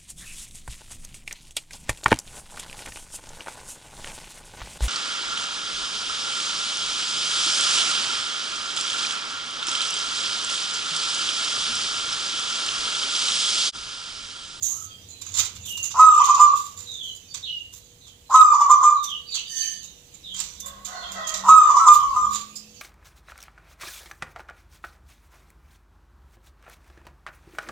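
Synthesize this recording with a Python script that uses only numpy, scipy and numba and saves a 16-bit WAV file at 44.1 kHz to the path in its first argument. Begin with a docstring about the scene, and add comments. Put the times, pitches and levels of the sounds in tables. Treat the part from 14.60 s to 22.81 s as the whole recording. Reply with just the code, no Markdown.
"""A sharp, hissing high tick comes first, over a low hum and faint calls; then a near dove repeats a rolling coo.
The dove is gliding sine tones with throat pulses; small birds are warbled, mostly falling whistles, and the first,
low rising one is a faint far dove. Short ticks and rustles are decaying hiss around a narrow band.
A metal dish scrapes once (rubbed resonances) and a hoarse crowing drifts in (pulses and breath in a throat).
A hard room rings through delay lines. Levels in the tables are those before the final mix."""
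import sys
import numpy as np
from scipy import signal
from scipy.fft import rfft, irfft, next_fast_len
from scipy.io import wavfile
from scipy.ndimage import uniform_filter1d
from numba import njit

SR = 44100
rng = np.random.default_rng(int(sys.argv[2]) if len(sys.argv) > 2 else 0)


def to_wav(sig):
    """Store sig (one row per channel, or 1-D mono) as 16-bit WAV at the path in sys.argv[1].

    Samples outside -1..1 are clipped; the rate is SR.
    """
    pcm = np.clip(np.atleast_2d(sig), -1, 1) * 32767
    pcm = np.round(pcm).astype(np.int16)
    wavfile.write(sys.argv[1], SR, pcm.T)  # frames by channels


N = 362061


def undb(db):
    """Decibels to gain."""
    return 10 ** (np.asarray(db) / 20)


def level(x, db):
    """Scale to an rms level in dB."""
    return x * undb(db) / np.sqrt(np.mean(x ** 2))


def band(x, hz, width):
    """Resonance with gain 1 at its centre; hz and width in Hz."""
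    return signal.lfilter(*signal.iirpeak(hz, hz / width, fs=SR), x)


def band_twice(x, hz, width, second_width):
    """Two resonances in a row at one pitch, for steeper sides."""
    return band(band(x, hz, width), hz, second_width)


def walk(rate):
    """Smooth random wandering around 0: levels held for 1 / rate seconds, then averaged twice."""
    k = int(SR / rate)
    steps = np.repeat(rng.standard_normal(N // k + 1), k)
    return uniform_filter1d(uniform_filter1d(steps, k), k)[:N]


def colour(x, points):
    """Shape the spectrum of a sound by (frequency [Hz], gain [dB]) points."""
    hz, db = np.transpose(points)
    size = next_fast_len(N)
    bins_hz = np.arange(1, size // 2 + 2) * SR / size
    gain = undb(np.interp(np.log(bins_hz), np.log(hz), db))
    return irfft(rfft(x, size) * gain, size)[:N]


def add(out, start, piece):
    """Mix a piece in at a time in seconds."""
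    i = int(start * SR)
    out[i:i + len(piece)] += piece[:N - i]


def turns(hz):
    """Phase in radians of a tone whose pitch in Hz changes from sample to sample."""
    return 2 * np.pi * np.cumsum(hz) / SR


def envelope(rows):
    """Columns of a curve, read at every sample."""
    s, *columns = np.transpose(rows)
    return [np.interp(np.arange(N) / SR, s, c) for c in columns]


# Low background layers: (time [s], thud level [dB], rumble level [dB], drone level [dB])
HUM_LEVELS = [(0.0, -79, -70, -51.5), (0.68, -74, -79, -56.5), (0.84, -60, -63, -47),
              (0.89, -52.5, -71.5, -56.5), (0.98, -68, -68, -45), (1.12, -68, -69, -54),
              (3.08, -77, -63, -60.5), (5.62, -71, -65.5, -68.5), (6.07, -67, -53.5, -65.5),
              (7.17, -66.5, -65.5, -70), (7.49, -57, -52.5, -56), (7.72, -64, -60, -47.5),
              (7.88, -74, -72, -79), (8.2, -75, -88, -61)]
# Swells of the low tone: (middle time [s], spread [s], pitch [Hz], level [dB])
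TONE_SWELLS = [(1.08, .1, 195, -58), (5.2, 0.073, 188, -61), (5.77, 0.075, 190, -56.5),
               (6.2, 0.16, 200, -55.5), (6.57, 0.054, 194, -47), (6.88, .07, 194, -42.5),
               (7.72, 0.1, 213, -49), (8.0, .15, 212, -54.5)]
TONE_HZ, TONE_DB = 170, -69  # the low tone between swells
MOTOR_HZ, MOTOR_DB = 484, -68.5


def hum():
    """Low thuds and rumble, a wavering drone, a tone near its octave and a thin motor line."""
    (thud_db, rumble_db, drone_db), t = envelope(HUM_LEVELS), np.arange(N) / SR
    rumble_noise, drone_noise, thud_noise = rng.standard_normal((3, N))
    out = undb(thud_db) * level(band_twice(thud_noise, 30, 12, 23), 0)
    out += undb(rumble_db) * level(band_twice(rumble_noise, 58, 22, 40), 0)
    out += undb(drone_db) * level(band(band(drone_noise, 97, 33), 88, 30), 0)
    drift = turns(1 + 0.015 * walk(4.4))  # phase of a drifting 1 Hz, multiplied up to each pitch
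    out += undb(TONE_DB + 4 * walk(5.1)) * np.sin(TONE_HZ * drift)
    for middle, spread, hz, db in TONE_SWELLS:
        out += undb(db) * np.exp(-.5 * ((t - middle) / spread) ** 2) * np.sin(hz * drift)
    motor_hz = MOTOR_HZ * (1 + 0.0054 * walk(10))
    out += undb(MOTOR_DB + 4.0 * walk(7.3)) * np.sin(turns(motor_hz))
    # the two sides differ slightly in level and waver separately
    return out * undb(np.array([[.6], [-.6]]) + 1.2 * np.array([walk(30), walk(20)]))


# Colour of the room tone: (frequency [Hz], relative level per Hz [dB])
AIR_COLOUR = [(25, -14.5), (130, -5.5), (370, -15), (600, -18.5), (1400, -28.5), (3500, -19.5),
              (6500, -29.5), (10000, -21.5), (15500, -27.5)]
# Slow swelling of the room tone: (time [s], level [dB])
AIR_LEVELS = [(0, -55.5), (2.2, -55.5), (3.0, -58.5), (5.8, -57.5), (6.5, -56.5), (7.5, -51), (8.2, -57)]


def air():
    """Room tone: noise largely shared by both sides in the bass, unrelated in the treble."""
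    shared, left, right = rng.standard_normal((3, N))
    lowpass = signal.butter(1, 500, fs=SR)
    shared_low, left_low, right_low = signal.lfilter(*lowpass, np.array([shared, left, right]))
    left_air = colour(shared_low + left - .7 * left_low, AIR_COLOUR)
    right_air = colour(shared_low + right - .7 * right_low, AIR_COLOUR)
    swelling = undb(envelope(AIR_LEVELS)[0] + 0.4 * walk(1.3))
    return level(np.array([left_air, right_air]), 0) * swelling


# Far twitter: (time [s], level before a steady 9.5 dB cut [dB])
CHATTER_LEVELS = [(0.0, -45.5), (0.39, -57), (1.39, -47.5), (1.71, -36), (2.05, -56), (2.33, -59),
                  (2.92, -54), (3.72, -69.5), (3.9, -50), (4.34, -63), (4.93, -38), (5.39, -60.5),
                  (6.3, -61), (6.46, -50), (7.47, -47), (8.2, -54.5)]


def chatter():
    """Many faint calls further off: short warbled whistles, most of them falling, blur into a haze."""
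    out, warble = np.zeros(N), walk(400)
    for start, pitch, length, fall, size in rng.random((700, 5)):
        t = np.arange(int((0.0086 + .05 * length) * SR)) / SR
        wobble = .03 * warble[int(start * N // 2):][:len(t)]
        hz = 2700 * 2.6 ** pitch * (1 - (.35 * fall - .05) * t / t[-1] + wobble)
        whistle = np.hanning(len(t)) * np.sin(turns(hz))
        add(out, start * N / SR, undb(-8 * size) * whistle)
    return undb(envelope(CHATTER_LEVELS)[0]) * level(out, -9.5)


# Small-bird whistles; the first, low rising row is a faint far dove:
# (start time [s], glide length [s], hold length [s], first pitch [Hz], end pitch [Hz], level [dB])
FAR_WHISTLES = [(0.067, 0.092, 0.14, 875, 1265, -54), (0.284, 0.0096, 0.047, 3370, 3150, -47.5),
                (0.47, 0.044, 0.14, 4210, 3930, -54.5), (1.034, 0.055, .17, 3700, 2760, -37),
                (2.252, 0.22, 0.043, 3950, 2970, -40), (2.44, 0.032, 0.054, 4410, 3910, -55),
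                (2.677, 0.042, 0.024, 4550, 4460, -47), (2.82, 0.063, 0.14, 4100, 2806, -35.5),
                (3.40, 0.086, 0.026, 4300, 3020, -55.5), (3.654, .05, 0.03, 4150, 3960, -58),
                (4.336, .077, 0.074, 4090, 3520, -46.5), (4.46, 0.064, 0.03, 3600, 2858, -33.5),
                (4.662, 0.041, 0.049, 4600, 4443, -38.5), (4.705, 0.064, 0.013, 4470, 2840, -33.5),
                (5.19, 0.049, 0.069, 4270, 3675, -54.5), (5.626, .09, 0.02, 3910, 3110, -42.5),
                (5.759, 0.033, 0.03, 4350, 4200, -50), (5.969, 0.037, 0.09, 3960, 3467, -51.5),
                (6.309, .074, 0.062, 4380, 4110, -47), (6.403, 0.038, 0.059, 3500, 3156, -44.5),
                (6.597, 0.034, .09, 3500, 3166, -42.5), (7.362, .049, 0.031, 3270, 2950, -45),
                (8.147, 0.014, 0.042, 4450, 4400, -57)]
SETTLE = .04  # share of the end pitch still lost slowly over the hold
# warble depth, and how much it grows with the speed of the glide (Hz per Hz/s)
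WARBLE_HZ, WARBLE_S = 45, .015


def far_whistles():
    """Small birds' warbled, mostly falling whistles and one low rising far dove: each grows, then fades in its hold."""
    out, warble, flutter = np.zeros(N), walk(500), undb(3 * walk(80))
    for start, slide, hold, first_hz, end_hz, db in FAR_WHISTLES:
        length = slide + hold
        t = np.arange(int(length * SR)) / SR
        glide = np.interp(t, [0, slide, length], [first_hz, end_hz * (1 + SETTLE), end_hz])
        depth_hz = WARBLE_HZ + WARBLE_S * abs(first_hz - end_hz) / slide * (t < slide)
        phase = turns(glide + depth_hz * warble[int(start * SR // 2):][:len(t)])
        shape = np.interp(t, [0, .01, slide, slide + 0.68 * hold, t[-1]], [0.05, 0.45, 1, 0.72, 0.19])
        add(out, start, undb(db) * shape * (np.sin(phase) + undb(-32.5) * np.sin(2 * phase)))
    return out * flutter


# Syllables: (start time [s], length [s], first pitch [Hz], end pitch [Hz], starting level [dB])
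HOARSE_SYLLABLES = [(6.02, 0.21, 544.2, 559, -51.5), (6.26, 0.29, 740.4, 691.3, -40),
                    (6.53, 0.39, 652.2, 612.3, -39), (7.0, 0.16, 589.5, 586, -41.5)]
# Resonances of its throat: (frequency [Hz], width [Hz], relative level [dB])
HOARSE_RESONANCES = [(680, 240, -4.5), (1084, 100, 5), (1222, 80, -5.5), (1480, 92, -9), (1947, 150, -9),
                     (2900, 2900, -7.5)]
HOARSE_ATTACK_S, HOARSE_RELEASE_S, HOARSE_FADE_DB_S = 0.021, 0.044, -28.5


def hoarse_call():
    """A distant crowing: strong and weak pulses alternate, with breath noise, through the throat."""
    rest_hz = HOARSE_SYLLABLES[0][2]  # pitch between syllables, where nothing is heard
    hz, gain = np.full(N, 1. * rest_hz), np.zeros(N)
    for start, length, first_hz, end_hz, db in HOARSE_SYLLABLES:
        t = np.arange(int(length * SR)) / SR
        add(hz, start, np.interp(t, [0, length], [first_hz, end_hz]) - rest_hz)
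        ramps = np.clip(np.minimum(t / HOARSE_ATTACK_S, (length - t) / HOARSE_RELEASE_S), 0, 1)
        add(gain, start, undb(db + HOARSE_FADE_DB_S * t) * ramps)
    cycle = np.floor(np.cumsum(hz * (1 + 0.027 * walk(150))) / SR)
    pulses = np.diff(cycle, prepend=0) * (1 + 0.11 * (-1) ** cycle)
    breath = level(rng.standard_normal(N), -3.0)
    source = level(pulses * undb(7.8 * walk(300)), 0) + breath
    throat = sum(level(band_twice(source, f, w, 2 * w), db) for f, w, db in HOARSE_RESONANCES)
    return gain * level(throat, 0)


# Ringing modes of the metal: (frequency [Hz], width [Hz], relative level [dB])
DISH_MODES = [(1803, 30, -19), (3034, 45, -14.5), (4596, 30, -9.5), (5700, 60, -25.5), (6260, 130, -10),
              (8200, 80, -31), (8800, 70, -16), (10330, 80, -14), (12100, 300, -23.5), (13200, 300, -20.5)]
# Strength of the drag: (time [s], level [dB])
SCRAPE_LEVELS = [(4.87, -51), (4.91, -36.5), (5.0, -31.5), (5.12, -40.5), (5.2, -50.5), (5.26, -87.5)]


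def dish():
    """A metal dish dragged briefly: uneven friction keeps its modes ringing."""
    rub = rng.standard_normal(N) * undb(1.3 * walk(60))
    ring = sum(level(band_twice(rub, f, w, 3 * w), db) for f, w, db in DISH_MODES)
    hiss = level(band(rub, 6100, 6000), -13.5)
    started = np.arange(N) > SCRAPE_LEVELS[0][0] * SR
    return undb(envelope(SCRAPE_LEVELS)[0]) * (ring + hiss) * started


# Ticks and rustles: (start time [s], level [dB], low part relative to it [dB], airy part relative to it [dB],
# decay time [s])
TICKS = [(0.0223, -30, -40, -6.5, 0.11), (0.4858, -48.5, -10, -24, 0.037), (0.611, -48, 4.5, -1, 0.017),
         (0.648, -49, -1.5, -25, 0.19), (0.7382, -36.5, -2, -27, 0.016), (0.7664, -40.5, 10, -8.5, 0.046),
         (0.792, -29.5, -2, -3, 0.013), (0.9487, -50.5, 12.5, 5, 0.011), (1.051, -43, -10, 3, 0.093),
         (1.1694, -41, 3, -5.5, 0.018), (1.2268, -27.5, -13, -13, 0.027), (1.303, -44.5, 6, -16, 0.018),
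         (1.5426, -40, -9, -8, 0.021), (1.638, -34.5, 0.3, -15, 0.038), (1.7408, -38.5, -1.5, -33, .045),
         (1.949, -47, 0.5, -0.5, 0.075), (2.0516, -53, 1.5, -1, 0.037), (2.16, -52.5, 1.5, -3, 0.12),
         (2.3042, -50, -26, -21.5, 0.071), (2.4294, -51.5, -11, -4.5, 0.1), (2.5475, -50.5, -19, -3, 0.017),
         (2.7392, -42, 3, -37, 0.029), (3.1218, -52, 0.5, 6, 0.042), (3.464, -66.5, 13.5, -7, 0.03),
         (4.4284, -35.5, -6, -4.5, 0.032), (4.7035, -51.5, -2, -11, .051), (4.7411, -38, -5.5, -29, 0.041),
         (5.2265, -43.5, -9, -4, 0.022), (5.535, -54.5, -5, -10.5, 0.025), (5.7384, -46.5, 5, -25.5, 0.056),
         (5.774, -42, -4, -15, 0.091), (5.7996, -30, -6, -17.5, 0.0067), (5.997, -36, -33, -5, 0.012),
         (6.056, -42, -3, 4, 0.018), (6.246, -42.5, -0.5, -5.5, 0.039), (6.5156, -42, 1, -0.5, .014),
         (6.6686, -31, -7, -11, 0.027), (6.738, -34.5, 0.5, -38, .027), (7.3312, -44, 8.5, 11.5, 0.026),
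         (7.7034, -56, 9.5, 7, 0.057), (7.7297, -36.5, -0.5, -16, 0.037), (7.9538, -28, -52, -15, 0.017)]
TICK_RISE_S = .0035
TICK_HZ, TICK_SPREAD_HZ = 6486, 400  # the ticks centre near this pitch; each is shifted by a random amount


def ticks_and_rustles():
    """Short sharp "tsip" ticks of small birds and rustles: hiss around a narrow band near 6.5 kHz."""
    out, t = np.zeros(N), np.arange(SR // 4) / SR
    noise = rng.standard_normal((3, N + len(t)))
    uneven = undb(1.7 * walk(120) + 6.1 * walk(600))
    centres = TICK_HZ + TICK_SPREAD_HZ * rng.standard_normal(len(TICKS))
    for (start, db, low_db, air_db, decay), centre_hz in zip(TICKS, centres):
        mid, low, high = noise[:, int(start * SR):int(start * SR) + len(t)]
        hiss = level(band(mid, 7500, 3600), -10.5)
        hiss += level(band_twice(mid, centre_hz, 550, 900), -7.5)  # narrow band of the tick
        hiss += level(band(low, 3900, 3500), low_db)
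        hiss += level(band_twice(low, 1300, 810, 810), low_db - 16.5)
        hiss += level(band_twice(high, 12000, 7000, 7000), air_db)
        shape = (1 - np.exp(-t / TICK_RISE_S)) * np.exp(-t / max(decay, .002))
        add(out, start, undb(db) * shape * hiss)
    return out * uneven


# Dove notes: (start time [s], croak length [s], hold length [s], fall length [s], tone pitch [Hz],
# tone level [dB], level change over the fall [dB])
DOVE_NOTES = [(1.341, .05, 0.053, 0.11, 1271, -9, -3), (1.578, .023, 0.011, 0.03, 1162, -14, -17.5),
              (1.665, 0.026, 0.011, 0.033, 1184, -13, -8.5), (1.768, 0.028, 0.041, 0.064, 1194, -11, -8.5),
              (3.692, .05, 0.043, 0.1, 1272, -8, -4), (3.913, 0.022, 0.021, 0.028, 1173, -16, -9),
              (3.98, .027, 0.03, 0.028, 1160, -14, -9), (4.084, 0.015, 0.032, 0.045, 1188, -11.5, -11.5),
              (4.205, 0.028, 0.051, 0.058, 1202, -12.5, -10.5),
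              (6.835, 0.048, 0.055, 0.099, 1275, -8.5, -1.5), (7.045, .051, 0.024, 0.015, 1165, -16, -1),
              (7.146, .019, 0.01, 0.035, 1167, -12, -10), (7.185, 0.0087, 0.05, 0.0082, 1315, -17.5, 3.5),
              (7.25, .019, 0.049, .069, 1203, -9.5, -12.5), (7.409, 0.017, .041, .044, 1122, -26, 2.5),
              (7.528, .032, 0.028, 0.0836, 1227, -18.5, -4)]
# Overtones of the dove: (multiple of the pitch [-], mean level [dB])
DOVE_OVERTONES = [(2, -34.5), (3, -36), (4, -40), (5, -33), (6, -28), (7, -38), (8, -46.5)]
DOVE_THROAT_HZ, DOVE_THROAT_WIDTH_HZ = 1136, 490
# the croak slides up to the break; its level is relative to the tone
CROAK_FROM_HZ, CROAK_BREAK_HZ, CROAK_DB = 805, 1018.7, -3
SAG = .05  # share of the pitch lost over the fall
ROLL_HZ, ROLL_DEPTH = 53.4, .8  # dips per second, and how much of the tone each one takes away


def dove():
    """Each note opens with a croak of throat pulses, breaks to a pure tone behind the closed beak, holds and sags."""
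    voice, edge_tones, waver, husk = np.zeros(N), np.zeros(N), walk(60), walk(300)
    breath = np.zeros(N)  # air hisses through the beak during the croak
    leak = [undb(db + 3 * walk(60)) for _, db in DOVE_OVERTONES]
    for start, slide, hold, fall, top_hz, top_db, fade_db in DOVE_NOTES:
        croak_db = top_db + CROAK_DB
        t = np.arange(int((slide + hold + fall + 0.044) * SR)) / SR
        now = slice(int(start * SR), int(start * SR) + len(t))
        # croak: one puff every fourth cycle spreads side lines around the sliding pitch
        croak_hz = np.interp(t, [0, .5 * slide], [CROAK_FROM_HZ, CROAK_BREAK_HZ])
        croak_phase = turns(croak_hz * (1 + .07 * husk[now]))
        puff_depth = np.interp(t, [0, slide], [1.5, .3])
        puffs = 1 + puff_depth * np.cos(croak_phase / 4 + 2.1 * husk[now])
        swell_times = [0, slide - .004, slide, slide + 0.013, slide + .04]
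        swell_db = croak_db + np.array([-20, -6, 0, 0, -27])
        croak = undb(np.interp(t, swell_times, swell_db)) * np.minimum(t / 0.0024, 1) * puffs
        # tone: a quick step up, a hold, then the sag
        knots = slide + np.cumsum([0, .008, hold, fall])
        tone_hz = np.interp(t, knots, [.985 * top_hz, top_hz, top_hz, top_hz * (1 - SAG)])
        tone_phase = turns(tone_hz * (1 + 0.0052 * waver[now]))
        ramps = np.clip(np.minimum((t - slide) / 0.0051, (t[-1] - t) / 0.0033), 0, 1)
        tone = undb(np.interp(t, knots, [top_db, top_db, top_db, top_db + fade_db])) * ramps
        # the sagging end rolls: the throat opens and shuts
        since_hold = t - knots[2]
        rolling = ROLL_DEPTH * np.clip(since_hold / 0.022, 0, 1)
        tone = tone * (1 - rolling * np.sin(np.pi * ROLL_HZ * since_hold + 0.17 * waver[now]) ** 2)
        add(voice, start, np.sqrt(2) * (croak * np.sin(croak_phase) + tone * np.sin(tone_phase)))
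        for (k, _), gain in zip(DOVE_OVERTONES, leak):
            overtone = undb(6.5) * croak * np.sin(k * croak_phase) + tone * np.sin(k * tone_phase)
            add(edge_tones, start, gain[now] * overtone)
        add(breath, start, croak)
    edge_tones += undb(-26.5) * breath * level(band(rng.standard_normal(N), 8100, 6400), 0)
    voice = band_twice(voice, DOVE_THROAT_HZ, DOVE_THROAT_WIDTH_HZ, DOVE_THROAT_WIDTH_HZ)
    return voice, edge_tones


PORT_LAG = 12  # samples by which the left microphone port hears the treble sounds earlier


def scatter(x):
    """Floor, shelves and bars scatter the treble sounds, differently for each port."""
    t = np.arange(SR // 25) / SR
    echoes = rng.standard_normal((2, len(t))) * np.exp(-t / .008)
    echoes = echoes / np.sqrt(np.sum(echoes ** 2, axis=1, keepdims=True))
    direct = undb(-9) * np.array([np.roll(x, -PORT_LAG), x])
    return signal.fftconvolve(x[None], echoes, axes=1)[:, :N] + direct


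# Travel times between the walls: one column, (delay [samples])
ROOM_LAGS = np.array([431, 557, 683, 829, 977, 1129, 1301, 1481, 1669, 1867, 2083, 2309, 2551, 2803, 3079, 3371])
ROOM_T60_S, ROOM_DAMP = 0.44, 0.44  # bass decay time over 60 dB; dulling per round, 0 to 1


@njit
def walls(x, lags, gain, damp):
    """Sixteen delay lines that feed each other, duller on every round."""
    line, soft, out = np.zeros((16, 4096)), np.zeros(16), np.zeros((2, len(x)))
    for i in range(len(x)):
        total = 0.
        for k in range(16):
            soft[k] += (1 - damp) * (gain[k] * line[k, (i - lags[k]) & 4095] - soft[k])
            total += soft[k]
            out[k % 2, i] += soft[k] * (1 - (k & 2))  # lines alternate sides, with mixed signs
        for k in range(16):
            line[k, i & 4095] = x[i] + soft[k] - total / 8
    return out


DOVE_PAN_DB = 2.5  # left minus right


def scene():
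    """The near dove's voice arrives directly; the other calls, ticks and scrape are scattered; all ring in the room."""
    (voice, edge_tones), ticks = dove(), ticks_and_rustles()
    far = far_whistles() + chatter() + dish() + hoarse_call()
    to_walls = undb(-11.0) * voice + undb(-10.0) * edge_tones + undb(-11.5) * ticks + undb(-2.5) * far
    lag_gains = undb(-60 * ROOM_LAGS / SR / ROOM_T60_S)
    wet = walls(to_walls + 1e-18, ROOM_LAGS, lag_gains, ROOM_DAMP)
    scattered = scatter(undb(-0.5) * ticks + undb(-2) * far + undb(-4) * edge_tones)
    near = undb(-2.0 + DOVE_PAN_DB * np.array([[.5], [-.5]])) * voice
    return near + scattered + wet + hum() + air()


# Colour of the left microphone port: (frequency [Hz], gain [dB])
LEFT_COLOUR = [(100, 0.5), (1500, 2), (2600, 2), (4000, -0.5), (5600, -4.5), (6700, -13), (7900, -9),
               (9200, 2.5), (10600, -0.5), (12500, -2.5), (13400, -8), (14200, -19), (15500, -38.5)]
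# Colour of the right microphone port: (frequency [Hz], gain [dB])
RIGHT_COLOUR = [(100, -0.5), (1500, 6), (2600, 5.5), (4000, 9.5), (5400, 8.5), (6200, 17), (7600, 17.5),
                (8100, 6.5), (10200, -8), (12200, 5), (13300, -1.5), (15000, 8.5)]
TOP_HZ = 15550  # the treble is cut above this


def record(dry):
    """Each port has its own colour; peaks beyond 0.98 clip; a steep filter cuts the top."""
    ports = np.array([colour(dry[0], LEFT_COLOUR), colour(dry[1], RIGHT_COLOUR)])
    top_cut = signal.ellip(12, .2, 60, TOP_HZ, fs=SR, output="sos")
    return signal.sosfilt(top_cut, np.clip(ports, -.98, .98))


dry = scene()
out = record(dry)
to_wav(out)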